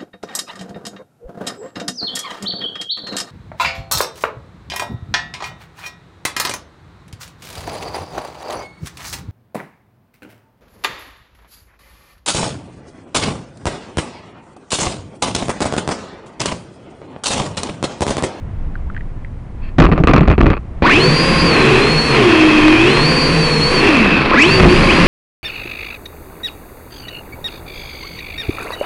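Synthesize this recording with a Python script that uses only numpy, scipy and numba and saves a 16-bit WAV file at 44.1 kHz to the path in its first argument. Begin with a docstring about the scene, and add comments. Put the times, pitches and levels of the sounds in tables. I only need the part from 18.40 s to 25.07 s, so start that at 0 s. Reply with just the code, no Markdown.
"""Outdoors over asphalt, from the microphone of a camera riding on a small geared quadcopter.
It coasts with wind on the microphone and loose parts ticking, then skids and bounces on the ground.
The motors spin up at very close range: shaft tones, the whine of nine-tooth pinions, blade beats and
gear rattle shake the plastic frame and overload the microphone. Near the end it lands hard."""
import sys
import numpy as np
from scipy import signal
from scipy.io import wavfile
from scipy.ndimage import uniform_filter1d
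from numba import njit

SR = 44100
rng = np.random.default_rng(int(sys.argv[2]) if len(sys.argv) > 2 else 0)


def generate_wav(sig):
    """Save sig (samples, or channels by samples) to the path in sys.argv[1] as 16-bit PCM at SR."""
    pcm = np.round(np.clip(np.atleast_2d(sig).T, -1, 1) * 32767).astype(np.int16)
    wavfile.write(sys.argv[1], SR, pcm)


N = 294147
TIME = np.arange(N) / SR


def undb(db):
    """Gain of a level in dB."""
    return 10 ** (np.asarray(db) / 20)


def unit(x):
    """Scaled to rms 1."""
    return x / np.sqrt(np.mean(x ** 2))


def curves(table, quiet_db=None):
    """Columns of a table at every sample; outside its span they hold, or take quiet_db."""
    times, *columns = np.transpose(table)
    return [np.interp(TIME, times, c, left=quiet_db, right=quiet_db) for c in columns]


@njit
def band(x, hz, width):
    """State-variable band-pass, gain 1 at the centre."""
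    y, mid, low = np.empty(len(x)), 0., 0.
    g, damping = np.tan(np.pi * hz / SR), width / hz
    for i in range(len(x)):
        v = (mid + g * (x[i] + 1e-18 - low)) / (1 + g * (g + damping))
        mid, low, y[i] = 2 * v - mid, low + 2 * g * v, damping * v
    return y


def walk(rate):
    """Random levels held 1 / rate s and slewed twice; spread near 1."""
    hold = int(SR / rate)
    steps = np.repeat(rng.standard_normal(N // hold + 1), hold)
    return 1.3 * uniform_filter1d(uniform_filter1d(steps, hold), hold)[:N]


def under(x, knee, order):
    """Near 1 for x smaller than the knee, near 0 past it."""
    return 1 / (1 + (x / knee) ** order)


def burst(t60):
    """Noise that dies 60 dB in t60 seconds."""
    t = np.arange(SR // 4) / SR
    return rng.standard_normal(len(t)) * undb(-60 * t / t60)


def add(out, time, x):
    """Mix x into out from a time in seconds on."""
    start = int(time * SR)
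    out[start:start + len(x)] += x[:N - start]


# Modes of the plastic frame that carries the microphone: (frequency [Hz], width [Hz], gain [dB])
FRAME_MODES = [(207.7, 17.3, 6.5), (310.5, 167, 5.5), (640, 850, -10), (1053, 326, -1), (1774, 1150, -9),
               (2583, 470, -2), (3210, 600, -14.5), (4425, 1020, -13.5)]

def frame(force, width_share=1.):
    """The frame rings with its steep-sided modes; neighbours swing in opposite phase."""
    return sum((-1) ** k * undb(db) * band(band(force, hz, width_share * width), hz, 2 * width)
               for k, (hz, width, db) in enumerate(FRAME_MODES))


# Wind right on the microphone: (time [s], level [dB])
WIND_LEVEL = [(0.0, -22.5), (0.356, -22.5), (1.124, -25.5), (1.36, -23.5), (2.2, -24), (2.9, -21.5),
              (3.7, -23.5), (6.2, -24.5), (6.4, -17.5), (6.67, -12.5)]
# Its spectrum: (frequency [Hz], relative density [dB])
WIND_SPECTRUM = [(12, -30), (20, 13), (38, -23.5), (54, 1.5), (378, -28), (408, -29.5), (999, -34.5),
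                 (1230, -42.5), (1940, -41.5), (9000, -87), (11700, -110), (19800, -120)]

def wind():
    """Wind rumbles on the microphone in half-octave bands that gust together and flutter alone."""
    out, gust = 0, walk(5.4)
    hz_points, db_points = np.transpose(WIND_SPECTRUM)
    for hz in 22 * 2 ** np.arange(0, 9, .5):
        db = np.interp(np.log(hz), np.log(hz_points), db_points) + 1.36 * gust + .37 * walk(41)
        out += undb(db) * band(band(rng.standard_normal(N), hz, hz / 2), hz, hz / 2)
    return undb(curves(WIND_LEVEL)[0]) * unit(out)


def rustle(peak_s=1.265, spread_s=.037):
    """Just before touchdown a soft rasp swells and fades on the upper modes of the frame."""
    swell = np.exp(-((TIME - peak_s) / spread_s) ** 2)
    rasp = band(frame(rng.standard_normal(N), width_share=.33), 2300, 3000)
    return undb(-43 + 3.5 * walk(60)) * swell * unit(rasp)


# Faint ticks close by, while coasting: (time [s], relative level [dB], pitch [Hz])
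LOOSE_TICKS = [(0.3543, -22, 1470), (0.5, -24, 1380), (0.5472, -27.5, 1730), (0.565, -22, 1720),
               (0.576, -25, 1780), (0.608, -26, 1820), (0.847, -30.5, 1910)]

def ticks():
    """Loose parts tick, each on its own pitch."""
    out = np.zeros(N)
    for time, db, hz in LOOSE_TICKS:
        add(out, time, undb(db + 17) * band(band(burst(.017), hz, .26 * hz), hz, .35 * hz))
    return out


# Asphalt contacts, heard through the frame:
# (time [s], relative crack level [dB], relative thud level [dB], chatter t60 [s])
CONTACTS = [(1.384, -5, 8.5, 0.062), (1.4, 4.5, 0, 0.11), (1.42, 1.5, -19, 0.061),
            (1.438, -4.5, -8.5, 0.082), (1.446, 2, -5.5, 0.11), (1.488, -23, -10.5, 0.093),
            (1.516, -5.5, -13, 0.19), (1.578, -5, -7.5, 0.06), (1.6, -32, -10.5, 0.097),
            (1.637, -3, -10, 0.061), (1.672, 2, -13, 0.11), (1.692, -0.5, -7, 0.12),
            (1.735, 1.5, -2, 0.084), (1.762, 0.5, -21, 0.1), (1.779, -2.5, -11, 0.076),
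            (1.808, -3, -3.5, 0.055), (1.831, -10.5, -18.5, 0.14), (1.877, -0.5, -2.5, 0.076),
            (1.9, -4, -10, 0.11), (1.914, -4, -12, 0.081), (1.98, -6, -8.5, 0.081),
            (2.006, -3.5, -12.5, 0.051), (2.027, -3, -1.5, 0.085), (2.059, -7, -9, 0.14),
            (2.078, -14, -16.5, 0.12), (2.102, -2, -9, 0.09), (2.132, -7.5, -25, 0.078),
            (2.168, -15, -28, 0.061), (2.422, -7, -3.5, 0.04), (5.934, 5.5, -25, .078),
            (6.199, 5, -3.5, 0.065), (6.229, 4, -3, .11), (6.25, -2, -4.5, 0.076), (6.269, -5, -5, .06),
            (6.31, -9, -8.5, 0.074)]
# Grit under the skids: (time [s], relative level [dB])
SKID_GRIT = [(1.38, -46), (1.58, -24), (1.96, -28), (2.116, -49), (2.2, -53)]

def ground():
    """Each contact knocks the frame, chatters and shoves the microphone with a thud; grit scrapes."""
    crack, thud = np.zeros(N), np.zeros(N)
    for time, crack_db, thud_db, t60 in CONTACTS:
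        chatter = burst(t60)
        n = len(chatter)
        chatter *= undb(2.64 * rng.standard_exponential(n)) * (rng.random(n) < 1200 / SR)
        chatter[0] = 2.74  # the first blow
        add(crack, time, undb(crack_db) * chatter)
        add(thud, time, undb(thud_db) * burst(.95 * t60))
    grit_db, = curves(SKID_GRIT, quiet_db=-120)
    grains = (rng.random(N) < 900 / SR) * rng.standard_normal(N)
    grains *= undb(9.4 * rng.standard_exponential(N))
    shove = undb(33) * band(band(thud, 66.3, 92), 40.6, 101)
    shove += undb(29) * band(band(thud, 136, 89), 151, 210)
    shove += undb(22) * band(band(thud, 263, 89), 208, 180)
    soft = signal.butter(2, 2000, fs=SR, output="sos")  # plastic on stone gives little treble
    blows = signal.sosfilt(soft, undb(12) * crack + undb(grit_db + 8) * unit(grains))
    battery_bay = undb(10) * band(band(blows, 1200, 150), 1540, 450)
    return battery_bay + frame(blows) + undb(2) * frame(blows, width_share=.51) + shove


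# Rotor hiss at the microphone: (band centre [Hz], relative level [dB])
HISS_BANDS = [(3000, -5), (5500, 4), (8800, -6), (11000, -1)]

def air(rattle, shaft_hz, knee_hz=287):
    """The rotors hiss, more thinly below the knee speed."""
    hiss = sum(undb(db + .37 * walk(30)) * band(rattle, hz, .56 * hz) for hz, db in HISS_BANDS)
    return undb(-29.5 + 8 * np.minimum(np.log2(shaft_hz / knee_hz), 0)) * unit(hiss)


def downwash(rattle):
    """Downwash buffets the shell."""
    return undb(-12.5 + 1.8 * walk(12)) * unit(band(band(rattle, 156, 63), 144, 174))


def gear_noise(knocks, rattle, level_db, shake):
    """Gears clatter in the frame; the harder the shafts shake it, the more its loose shell buzzes."""
    highs = signal.butter(2, 600, "high", fs=SR, output="sos")
    gears = unit(frame(rattle)) + undb(-11) * unit(frame(signal.sosfilt(highs, knocks)))
    buzz = unit(signal.sosfilt(highs, frame(rattle, width_share=.27)))
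    return undb(level_db) * gears + undb(-15 + 1.67 * walk(30)) * shake * buzz


def pinion(turn, blade, slack, level_db, teeth=9):
    """Meshing teeth give a whine and its octave; slack makes them rough and throbbing."""
    mesh = teeth * turn + (.25 + .7 * slack) * walk(200) + 1.3 * slack * np.sin(blade)
    octave = undb(level_db - 21 + walk(75)) * np.sin(2 * mesh + 6 * walk(300))
    return undb(level_db + 2.4 * walk(50)) * np.sin(mesh), octave


CRUISE_HZ, SLACK_HZ, IDLE_HZ, STALL_HZ = 480, 373, 171, 119  # shaft speeds
PULL_HZ_PER_S, COAST_HZ_PER_S = 1200, 1155
SHAFT_TURNS_PER_BLADE, HARD_LANDING_S = 3.1, 6.21

def motor(hz, share_db, tone_db, arm_hz, above_hz, below_hz, boost_db, cruise_db, db_per_octave):
    """One drive: the shaft shakes its arm, hardest at resonance, and a pinion turns the blades."""
    octaves = np.log2(hz / CRUISE_HZ)
    acceleration = uniform_filter1d(np.gradient(hz) * SR, size=SR // 40)
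    pull = np.tanh(np.maximum(acceleration, 0) / PULL_HZ_PER_S)
    # in fast slowing the teeth float and the shaft shakes more
    coast = 1 / (1 + (COAST_HZ_PER_S / np.minimum(acceleration, -1)) ** 4)
    idle, stall = under(hz, IDLE_HZ, 8), under(hz, STALL_HZ, 8)
    slack = .05 + .8 * under(hz, SLACK_HZ, 6)
    off_peak = (hz - arm_hz) / np.where(hz < arm_hz, below_hz, above_hz)
    shake = undb(tone_db + boost_db * np.exp(-off_peak ** 2) - 9 * idle + 2.5 * (coast - pull))
    unloaded_db = cruise_db + db_per_octave * np.maximum(octaves, -.6)
    unloaded_db -= 5 * idle + 10 * (TIME > HARD_LANDING_S)
    whine_db = (1 - pull) * unloaded_db + pull * (share_db - 18) - 15 * coast - 5 * stall
    turn = 2 * np.pi * np.cumsum(hz * (1 + .003035 * walk(60))) / SR
    blade = turn / SHAFT_TURNS_PER_BLADE
    whine, whine_octave = pinion(turn, blade, slack, whine_db)
    shaft = shake * undb(2.8 * walk(25)) * np.sin(turn)
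    shaft += undb(1.5 * share_db - 26.5) * band(np.sin(2 * turn), 1096, 84)
    beat = undb(share_db + 8.5 * octaves + 4.36 * walk(15)) * np.sin(blade + .65 * walk(30))
    # teeth and brushes knock once a shaft turn; slack bunches the rattle once a propeller turn
    knocks = undb(share_db + 11.2 * walk(200)) * np.exp(60 * (np.cos(turn) - 1))
    bunching = 1 - .61 * slack + .8 * slack * np.exp(11.4 * (np.cos(blade / 2) - 1))
    rattle = undb(share_db) * bunching * rng.standard_normal(N)
    return shaft + whine_octave, whine, beat, knocks, rattle, shake


# The three motors the microphone picks up: (time [s], shaft speed [Hz])
SHAFT_SPEED_1 = [(2.42, 80), (2.45, 112.6), (2.52, 297.6), (2.6, 458.6), (2.65, 500.7), (2.7, 502),
                 (2.8, 531.5), (3.03, 538.5), (3.17, 462), (3.32, 432.6), (3.5, 475.2), (3.67, 491.7),
                 (3.75, 465.3), (3.86, 366.8), (4.38, 351.6), (4.52, 460.4), (4.6, 473.6), (4.7, 515.3),
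                 (4.78, 510.4), (4.85, 517.7), (4.92, 501.6), (4.99, 510.2), (5.2, 473.8), (5.26, 492.3),
                 (5.35, 509.7), (5.41, 477), (5.55, 279.9), (5.7, 189.3), (5.93, 115.5), (5.97, 154.5),
                 (6.05, 353.8), (6.08, 467.7), (6.13, 514.8), (6.165, 505.2), (6.2, 520.4), (6.24, 442.2),
                 (6.3, 501.4), (6.39, 549.6), (6.52, 526.5), (6.67, 549.7)]
SHAFT_SPEED_2 = [(2.42, 59.77), (2.491, 121.3), (2.52, 245.7), (2.601, 387), (2.68, 448.4), (2.851, 499.6),
                 (3.02, 497.2), (3.199, 407.2), (3.419, 409.8), (3.68, 456.2), (3.84, 362.6), (3.93, 322.4),
                 (4.2, 302.8), (4.35, 316.1), (4.43, 333.5), (4.58, 437.6), (4.7, 475), (4.85, 478),
                 (5.0, 447.2), (5.2, 445.6), (5.331, 460.7), (5.46, 357.8), (5.55, 271.6), (5.65, 199.6),
                 (5.7, 171.2), (5.92, 119.3), (5.95, 190.6), (5.98, 252.7), (6.1, 398), (6.27, 351.3),
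                 (6.33, 366.4), (6.39, 439), (6.441, 499), (6.48, 524.7), (6.67, 518)]
SHAFT_SPEED_3 = [(2.42, 50.3), (2.48, 110.9), (2.54, 260.8), (2.64, 369.4), (2.78, 428.5), (3.0, 449.3),
                 (3.22, 378), (3.4, 377.7), (3.548, 409.8), (3.7, 419.6), (3.8, 335.8), (3.9, 299),
                 (4.38, 270.4), (4.45, 289.8), (4.62, 398.8), (4.95, 459.3), (5.3, 423.4), (5.42, 305.4),
                 (5.8, 282), (5.86, 170), (5.96, 129.9), (6.06, 290), (6.3, 343), (6.36, 359.4),
                 (6.485, 235.3), (6.56, 465.5), (6.67, 522)]
# Their voices: (share [dB], shaft tone [dB], arm resonance [Hz], width above [Hz], width below [Hz],
# arm boost [dB], whine at cruise [dB], whine slope [dB/octave])
MOTOR_VOICES = [(0.5, -25, 420, 47, 63, 6.5, -19, 17.5), (-2.5, -32, 320, 104, 260, 20.5, -26, 17),
                (-4.5, -34.5, 371.4, 23, 59, 18.5, -27, 3.5)]
# All rotors together, close up: (time [s], gear rattle level [dB], blade beat level [dB])
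ROTOR_LEVELS = [(2.42, -14.5, -23), (2.48, -8.5, -16), (2.62, -17.5, -16.5), (3.0, -16, -20),
                (3.37, -13, -22), (3.64, -21, -27.5), (3.77, -13, -21.5), (4.17, -12.5, -28),
                (4.65, -16.5, -18), (5.0, -18.5, -24), (5.29, -20.5, -23), (5.46, -12, -25.5),
                (5.7, -11.5, -21), (5.92, -13, -18), (5.98, -12.5, -25), (6.16, -15.5, -17.5),
                (6.67, -11.5, -17)]

def rotors():
    """The motors start together and sound through the one frame; their whine rings its modes."""
    rattle_db, blade_db = curves(ROTOR_LEVELS)
    speeds = [curves(table)[0] for table in (SHAFT_SPEED_1, SHAFT_SPEED_2, SHAFT_SPEED_3)]
    drives = [motor(hz, *voice) for hz, voice in zip(speeds, MOTOR_VOICES)]
    tones, whine, beat, knocks, rattle, shake = np.sum(drives, axis=0)
    whine -= .9 * band(whine, 3780, 900)  # the frame lies still between its two top modes
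    tones += undb(14) * frame(whine, width_share=.7)
    noise = gear_noise(knocks, rattle, rattle_db, shake) + air(rattle, speeds[0])
    noise += undb(rattle_db) * downwash(rattle)
    running = np.clip((TIME - SHAFT_SPEED_1[0][0]) / .0052, 0, 1)
    return running * (np.sqrt(2) * tones + undb(blade_db) * beat + noise)


def scene():
    """One microphone on the frame, in open air with no echo, over faint preamp hiss."""
    return (rotors() + ground() + ticks() + rustle() + wind() + undb(-59.5) * rng.standard_normal(N))[None]


def record(dry, clip_level=.7, rolloff_hz=5650, top_hz=12600):
    """The preamp clips with a short knee, the treble rolls off and the top is cut."""
    clipped = dry / (1 + np.abs(dry / clip_level) ** 8) ** (1 / 8)
    dull = signal.sosfilt(signal.butter(1, rolloff_hz, fs=SR, output="sos"), clipped)
    return signal.sosfilt(signal.cheby2(10, 60, top_hz, fs=SR, output="sos"), dull)


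dry = scene()
out = record(dry)
generate_wav(out)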